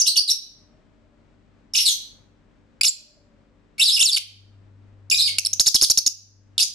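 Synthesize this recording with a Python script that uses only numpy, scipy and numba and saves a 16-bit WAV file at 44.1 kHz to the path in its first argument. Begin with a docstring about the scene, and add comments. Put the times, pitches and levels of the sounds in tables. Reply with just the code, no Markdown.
"""A living room: lovebirds chirp shrilly in a wire cage, close to a small camera's stereo microphone.
Each syllable (chirp, pip, warble or chatter note) is a darting whistle with rasp, coloured by throat and beak.
The cage scatters it at once, nearby walls return echoes and the room rings.
Behind the birds, a little to the left, lie noise shaped as room tone, sine hums and a faint far tone in arches."""
import sys
import numpy as np
from scipy import signal
from scipy.fft import rfft, irfft, next_fast_len
from scipy.io import wavfile
from numba import njit

SR = 44100
rng = np.random.default_rng(int(sys.argv[2]) if len(sys.argv) > 2 else 0)


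def wav_out(sig):
    """Save sig, one row per channel (or a flat mono array), as 16-bit PCM at SR to the path in sys.argv[1]."""
    wavfile.write(sys.argv[1], SR, np.round(np.clip(np.atleast_2d(sig).T, -1, 1) * 32767).astype(np.int16))


N = 297234
T = np.arange(N) / SR  # seconds

# Resonances of throat and open beak. Each row: frequency in Hz, relative gain in dB.
THROAT_RESONANCE = [(1000, -40.5), (1850, -27), (2400, -8.5), (3400, 0), (4900, 7.5), (6400, -3.5),
                    (8000, 3), (10000, 1), (12000, -4.5)]
# Chirps, a low lead-in that flicks up and falls back. Each row: top of the flick in seconds, lead-in in s,
# fall in s, glide in s, lead-in pitch in Hz, landing pitch in Hz, end pitch in Hz, lead-in level in dB,
# level in dB, rasp 0-1, overtones in dB before a common lift, spill into the room in dB.
CHIRP_NOTES = [(0.001, .012, 0.012, 0.012, 2700, 6050, 4620, -80, -8.5, 0.23, -27, 7.5),
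               (0.072, 0.014, 0.0079, 0.016, 2770, 3950, 4664, -17, -9, 0.12, -8, 9.5),
               (0.170, 0.013, 0.0092, 0.02, 2696, 4300, 5185, -15, -6, 0.23, -12.5, 9),
               (0.304, 0.028, 0.0087, 0.011, 3790, 5357, 5486, -9, -7.5, 0.29, -13.5, 4.5),
               (1.760, 0.012, .018, .015, 2389, 5323, 2303, -19.5, -19, .4, -15, 9),
               (2.853, 0.015, 0.022, 0.012, 2347, 4634, 4350, -11, -8, 0.63, -11, 0),
               (6.605, .017, 0.0051, 0.03, 2465, 4524, 5277, -19, -13, 0.5, -9, 4)]
# A quick run of chatter notes. Each row: start in seconds, length in s, end pitch in Hz, level in dB,
# overtones in dB before a common lift, spill into the room in dB.
CHATTER_NOTES = [(5.597, .020, 4933, 2.5, -10.5, 0), (5.667, .022, 4528, 2.5, -10.5, 0.5),
                 (5.744, 0.023, 3583, 3, -9.5, 0.5), (5.82, 0.029, 4094, 2.5, -6, 2),
                 (5.899, .022, 4560, 2.5, -9.5, -3), (5.974, .018, 4825, 2.5, -13, -2.5),
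                 (6.0623, 0.019, 5370, 0.5, -16, -2.5)]
# Pips, one small arch of pitch each. Each row: start in seconds, length in s, top pitch in Hz, bend in Hz,
# starting level in dB, rasp 0-1, overtones in dB before a common lift, spill into the room in dB.
PIP_NOTES = [(1.736, 0.012, 5760, 600, -26.5, 0.62, -18, 8),
             (2.811, 0.0076, 2552, 200, -14, 0.41, -14.5, 1.5),
             (2.833, 0.0028, 5190, 1300, -6.5, 0.6, -5.5, -1.5),
             (2.881, 0.019, 7300, 150, -9.5, 0.19, -30.5, 0), (3.781, 0.02, 2420, 100, -38, .8, -22, 10),
             (5.145, .004, 3850, 300, -17, .3, -14, 4.5), (5.384, 0.0061, 2578, 120, -10, 0.9, -11, -2),
             (5.393, 0.0035, 6200, 400, -11, 0.4, -13.5, 0),
             (5.449, 0.0056, 5100, 300, -14, 0.37, -7, -13.5),
             (5.46, 0.0051, 4930, 1000, -12, 0.73, -6.5, -6.5),
             (5.468, 0.003, 5350, 500, -10, 0.39, -6.5, -0.5),
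             (5.531, 0.0081, 6660, 1200, -13, 0.3, -19.5, -1),
             (5.661, 0.006, 4400, 400, -5.5, 1, -9, -19.5),
             (5.8127, 0.0027, 5206, 500, 6, 0.57, -20.5, -30),
             (5.885, 0.0027, 4450, 400, -13.5, 1, -8.5, -15),
             (6.5798, 0.0046, 5520, 2300, -13, 0.52, -11, 10),
             (6.627, 0.016, 6280, 200, -16.5, 0.63, -23, 8.5)]
# Warbles, the long wandering whistles, one list each.
# Each row: time in seconds, pitch in Hz, level in dB before the effort is added.
WARBLE_CONTOURS = [
    [(1.794, 4920, -26), (1.806, 5596, -20), (1.844, 5355, -30.5), (1.862, 4325, -13), (1.872, 4329, -11.5),
     (1.892, 3357, -13), (1.898, 6850, -18.5), (1.906, 6130, -22), (1.928, 6080, -19)],
    [(3.796, 2515, -18.5), (3.812, 2956, -19), (3.818, 4023, -15), (3.832, 3546, -12), (3.84, 5313, -14.5),
     (3.892, 3775, -14), (3.902, 3190, -16.5), (3.91, 4710, -18), (3.94, 5200, -18.5), (3.96, 5020, -17),
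     (3.968, 2920, -20.5), (3.984, 2480, -22.5)],
    [(3.992, 2673, -28), (4.006, 2821, -23.5), (4.012, 3500, -20.5), (4.016, 3460, -12.5),
     (4.028, 2503, -8.5), (4.032, 4660, -6)],
    [(4.033, 6860, -18), (4.041, 7306, -19.5), (4.049, 6790, -20.5), (4.053, 6140, -16),
     (4.061, 5090, -14.5), (4.069, 4361, -17.5), (4.083, 4190, -18), (4.107, 3207, -23.5),
     (4.112, 3620, -27)],
    [(4.115, 5740, -22), (4.121, 4700, -24.5), (4.131, 4890, -14), (4.139, 4390, -22.5), (4.149, 4790, -14),
     (4.156, 4220, -20)],
    [(4.161, 4930, -16.5), (4.173, 2492, -16), (4.175, 2397, -17), (4.179, 4210, -22), (4.183, 5070, -11.5)],
    [(5.1, 4799, -18.5), (5.104, 7109, -25.5), (5.108, 5335, -37.5), (5.114, 2846, -20), (5.118, 2423, -16),
     (5.126, 2441, -13), (5.144, 2440, -19.5)],
    [(5.15, 5285, -19), (5.166, 6694, -33), (5.176, 5720, -17.5), (5.184, 3890, -19.5),
     (5.198, 4281, -13.5), (5.214, 3683, -14), (5.222, 5014, -14.5), (5.246, 4650, -22.5),
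     (5.268, 4880, -15), (5.284, 2187, -24.5), (5.296, 2200, -23.5)],
]
# How each warble is voiced. Each row: effort in dB, rasp 0-1, overtones in dB before a common lift,
# spill into the room in dB.
WARBLE_VOICING = [(-2.5, .45, -7.5, 9), (-1.5, .35, -12, 5.5), (7, 0.3, -6.5, 4.5), (12.5, .22, -8.5, -2.5),
                  (12, 0.3, -18, -5.5), (7.5, .9, -15, 0), (1.5, .12, -8.5, 6), (-3.5, 0.3, -13.5, 9)]
# Colour of the room's ring. Each row: frequency in Hz, relative gain in dB.
RING_COLOUR = [(500, 0), (2400, 9), (3500, 6), (4800, 3), (6500, 2), (8500, -10.5), (12000, -9)]
# Spectrum of the room noise. Each row: frequency in Hz, relative density in dB per Hz.
ROOM_NOISE_COLOUR = [(15, -34.5), (25, -2), (96, -10), (124, -4), (237, -4), (386, -14.5), (418, -13),
                     (615, -13), (682, -17), (1730, -22.5), (4380, -33.5), (7740, -41), (12000, -71),
                     (15600, -102), (22000, -120)]
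# Swelling mains hum. Each row: time in seconds, rms level in dB before the stereo balance.
HUM_LEVEL = [(0, -68.5), (2.0, -67.5), (3.9, -70), (4.3, -47.5), (4.65, -51.5), (4.95, -49.5), (5.3, -50.5),
             (6.3, -48), (6.74, -59.5)]
# Narrow lines of an appliance. Each row: frequency in Hz, rms level in dB before the stereo balance.
APPLIANCE_LINES = [(48, -64.5), (94, -68.5), (228, -70), (294, -69.5), (392, -74.5), (7870, -99)]
# Slow arches of a faint far tone. Each row: top of the arch in seconds, top pitch in Hz,
# rms level there in dB before its waver and the stereo balance.
FAR_TONE_ARCHES = [(0.882, 618, -70.5), (3.12, 597.3, -66), (5.349, 597.6, -70.5)]


def birds(edge_s=0.00084):
    """Sum the syllables of the syrinx: the beam reaches the microphone, the spill sets off the room."""
    shake, flutter, doubling = wobble(hz=627), wobble(hz=412.6), wobble(hz=70)
    turbulence = unit(colour(rng.standard_normal(N), THROAT_RESONANCE))
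    trill = np.sin(2 * np.pi * 208.44 * T + 1.5 * wobble(hz=53.9))
    beam, spill = np.zeros((2, N))
    for whistle, rasp, bright_db, spill_db in syllables():
        start, end = whistle[0][0], whistle[-1][0]
        i = np.flatnonzero((T > start - edge_s) & (T < end + edge_s))
        hz, db = curves(whistle, T[i])
        voice = syrinx(hz, rasp, bright_db, shake[i], trill[i], flutter[i], doubling[i], turbulence[i])
        gate = np.clip(np.minimum(T[i] - start, end - T[i]) / edge_s / 2 + .5, 0, 1)
        voice = voice * np.sin(gate * np.pi / 2) ** 2 * undb(db)
        # a beak near the microphone and aimed at it leaves less for the room
        beam[i] += voice
        spill[i] += voice * undb(spill_db)
    return beam, spill


def syrinx(hz, rasp, bright_db, shake, trill, flutter, doubling, turbulence):
    """Rasp shakes pitch and strength, doubles the period and adds turbulent hiss."""
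    jitter, trill_depth = .09, .1  # fractions of the pitch at full rasp
    shimmer_db, hiss_db = 2.5, -2.5  # at full rasp
    overtone_db, third_db, half_db = 2.0, -3.0, -26.0  # overtone lift, step per harmonic, half lines
    k = np.arange(1, 11)[:, None] / 2  # harmonics and the half lines between them
    hz = hz * (1 + rasp * (jitter * shake + trill_depth * trill))
    phase = 2 * np.pi * np.cumsum(hz) / SR
    source = undb(np.where(k > 1, bright_db + overtone_db + third_db * (k - 2), 0))
    # half lines come and go in rough syllables
    half_lines = rasp * undb(half_db + 1.8 * doubling)
    source = source * np.where(k % 1, half_lines, 1)
    # low notes put their second harmonic on the throat resonance and sound harsher
    weights = source * response(THROAT_RESONANCE, k * hz) * (k * hz < SR / 2)
    tone = (weights * np.sin(k * phase)).sum(0) / np.sqrt((weights ** 2).sum(0) / 2)
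    hiss = rasp * undb(hiss_db) * turbulence
    return unit((tone + hiss) * undb(shimmer_db * rasp * flutter))


def syllables():
    """Every syllable as (whistle of (s, Hz, dB) points, rasp, overtones dB, spill dB)."""
    chirps = [chirp(*row) for row in CHIRP_NOTES]
    chatters = [chatter(*row) for row in CHATTER_NOTES]
    pips = [pip(*row) for row in PIP_NOTES]
    warbles = [warble(whistle, *row) for whistle, row in zip(WARBLE_CONTOURS, WARBLE_VOICING)]
    return chirps + chatters + pips + warbles


def chirp(at, lead_s, fall_s, glide_s, low_hz, landing_hz, end_hz, lead_db, db, *voicing):
    """A chirp swells while its low pitch sinks, flicks to the top, falls back and glides to its end."""
    flick_s, top_hz, lead_sag_hz = .0055, 6296, 800
    landed = at + fall_s
    whistle = [(at - max(lead_s, flick_s), low_hz + lead_sag_hz, lead_db - 7),
               (at - flick_s, low_hz, lead_db),
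               (at, top_hz, db - 2),
               (landed, landing_hz, db),
               (landed + glide_s / 2, (landing_hz + end_hz) / 2, db),
               (landed + glide_s, end_hz, db - 5)]
    return whistle, *voicing


def chatter(at, length_s, end_hz, db, *voicing):
    """A chatter note starts at full force, leaps to the top and ripples down."""
    start_hz, top_hz, rise_s = 3975, 6565, 0.0034
    ripple_hz, ripple_depth, ripple_build_s = 149.35, .14, .005  # depth as a fraction of the pitch
    rasp, release_s, fade_db = .35, 0.0052, -4.5
    t = T[T < length_s]
    hz = np.interp(t, [0, rise_s, length_s], [start_hz, top_hz, end_hz])
    falling = np.maximum(t - rise_s, 0)
    build = np.minimum(falling / ripple_build_s, 1)
    ripple = ripple_depth * build * np.sin(2 * np.pi * ripple_hz * falling)
    release_db = np.interp(t, [length_s - release_s, length_s], [0, fade_db])
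    return np.column_stack([at + t, hz * (1 + ripple), db + release_db]), rasp, *voicing


def pip(at, length_s, top_hz, bend_hz, db, *voicing):
    """A pip bends up and down once; its second half fades."""
    whistle = [(at, top_hz - bend_hz, db),
               (at + length_s / 2, top_hz, db),
               (at + length_s, top_hz - bend_hz, db - 5)]
    return whistle, *voicing


def warble(whistle, effort_db, *voicing):
    """A warble follows its own contour, pushed by the bird's effort."""
    return [(s, hz, db + effort_db) for s, hz, db in whistle], *voicing


def cage_and_room(beam, spill):
    """Bars and tray scatter the chirp at once, nearby walls return single echoes, the ring builds up behind."""
    cage_db, cage_s = 3.0, 0.0011
    walls_db, walls_s, echoes_per_s = -8, .035, 400
    room_db, build_s, room_t60 = -16.5, 0.0026, .44  # t60: seconds to decay by 60 dB
    t = T[:SR * 3 // 4]
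    near, early, far = rng.standard_normal((3, 2, len(t)))
    cage = undb(cage_db) * unit(near * np.exp(-t / cage_s) * (t > .0003))
    sparse = early * (rng.random(early.shape) < echoes_per_s / SR)
    walls = undb(walls_db) * unit(sparse * np.exp(-t / walls_s) * (t > .006))
    ring = colour(far, RING_COLOUR) * undb(-60 * t / room_t60) * (1 - np.exp(-t / build_s))
    room = undb(room_db) * unit(ring)
    from_cage = signal.fftconvolve(beam[None], cage, axes=1)
    from_room = signal.fftconvolve(spill[None], walls + room, axes=1)
    return beam + (from_cage + from_room)[:, :N] / np.sqrt(len(t))  # responses to unit energy


def background():
    """Room noise, hums and the far tone, all balanced a little to the left."""
    left_db = 1.7
    tones = mains_hum() + appliance() + far_tone()
    return (room_noise() + np.sqrt(2) * tones) * undb([[left_db], [-left_db]])  # sine peak to rms


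def room_noise():
    """Shaped noise, wide in stereo through its side signal, that swells irregularly."""
    level_db, side_db, swell_db = -61.5, -3, .7
    mid, side = (unit(colour(rng.standard_normal(N), ROOM_NOISE_COLOUR)) for _ in range(2))
    stereo = mid + undb(side_db) * side * np.array([[1], [-1]])
    return stereo * undb(level_db + swell_db * wobble(hz=3.4))


def mains_hum():
    """A pure low sine whose level rises and falls."""
    return undb(curves(HUM_LEVEL, T)[0]) * np.sin(2 * np.pi * 99.0 * T)


def appliance():
    """Sines of constant level whose phases drift slowly."""
    return sum(undb(db) * np.sin(2 * np.pi * hz * T + 1.3 * wobble(hz=2.3)) for hz, db in APPLIANCE_LINES)


def far_tone():
    """A wavering tone that swells as it rises and fades as it sinks."""
    sag_hz, fade_db = 430, 50  # drop per squared second from the top
    waver_db = 3
    out = 0
    for at, top_hz, db in FAR_TONE_ARCHES:
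        away = np.minimum((T - at) ** 2, 1)
        phase = 2 * np.pi * np.cumsum(top_hz - sag_hz * away) / SR
        level = undb(db - fade_db * away + waver_db * wobble(hz=24))
        out = out + level * np.sin(phase + 1.4 * wobble(hz=14))
    return out


def undb(db):
    """Decibels to gain."""
    return 10 ** (np.asarray(db) / 20)


def unit(x):
    """Scale to rms 1."""
    return x / np.sqrt(np.mean(x ** 2))


def curves(table, t):
    """The columns of a table, joined by straight lines in time."""
    s, *columns = np.transpose(table)
    return [np.interp(t, s, c) for c in columns]


def response(points, hz):
    """Gain of a (Hz, dB) spectrum at the given frequencies."""
    f, db = np.transpose(points)
    return undb(np.interp(np.log(hz + 1), np.log(f), db))


def colour(x, points):
    """Filter by a (Hz, dB) spectrum."""
    n = x.shape[-1]
    size = next_fast_len(n)
    hz = np.arange(size // 2 + 1) * SR / size
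    return irfft(rfft(x, size) * response(points, hz), size)[..., :n]


def wobble(hz):
    """Random motion up to about a given rate, rms 1."""
    lowpass = signal.butter(2, hz, fs=SR, output="sos")
    return unit(signal.sosfilt(lowpass, rng.standard_normal(N)))


def scene():
    """The birds in their cage over the quiet room."""
    return cage_and_room(*birds()) + background()


def overload(x):
    """The loudest peaks flatten, one side earlier than the other."""
    ceiling, lopsided = 2.8, .28
    return np.clip(x, -ceiling * (1 + lopsided), ceiling)


@njit
def follow(x, attack, release, e):
    """Envelope that starts at e, rises fast and sinks slowly."""
    out = np.empty(len(x))
    for i in range(len(x)):
        e += (x[i] - e) * (attack if x[i] > e else release)
        out[i] = e
    return out


def gain_control(x, knee_db=-6.0, slope=0.97, attack_s=0.000063, release_s=0.25, start_db=0.):
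    """The gain, already low at first, ducks under loud chirps and creeps back."""
    peaks = abs(x).max(0)
    envelope = follow(peaks, 1 / (1 + attack_s * SR), 1 / (release_s * SR), float(undb(start_db)))
    return x * np.maximum(envelope / undb(knee_db), 1) ** -slope


def record(dry):
    """The camera overloads on peaks, rides its gain and cuts the top."""
    lowpass = signal.ellip(10, .3, 70, 12400, fs=SR, output="sos")  # ripple dB, stopband dB, edge Hz
    return signal.sosfilt(lowpass, gain_control(overload(dry)))


dry = scene()
out = record(dry)
wav_out(out)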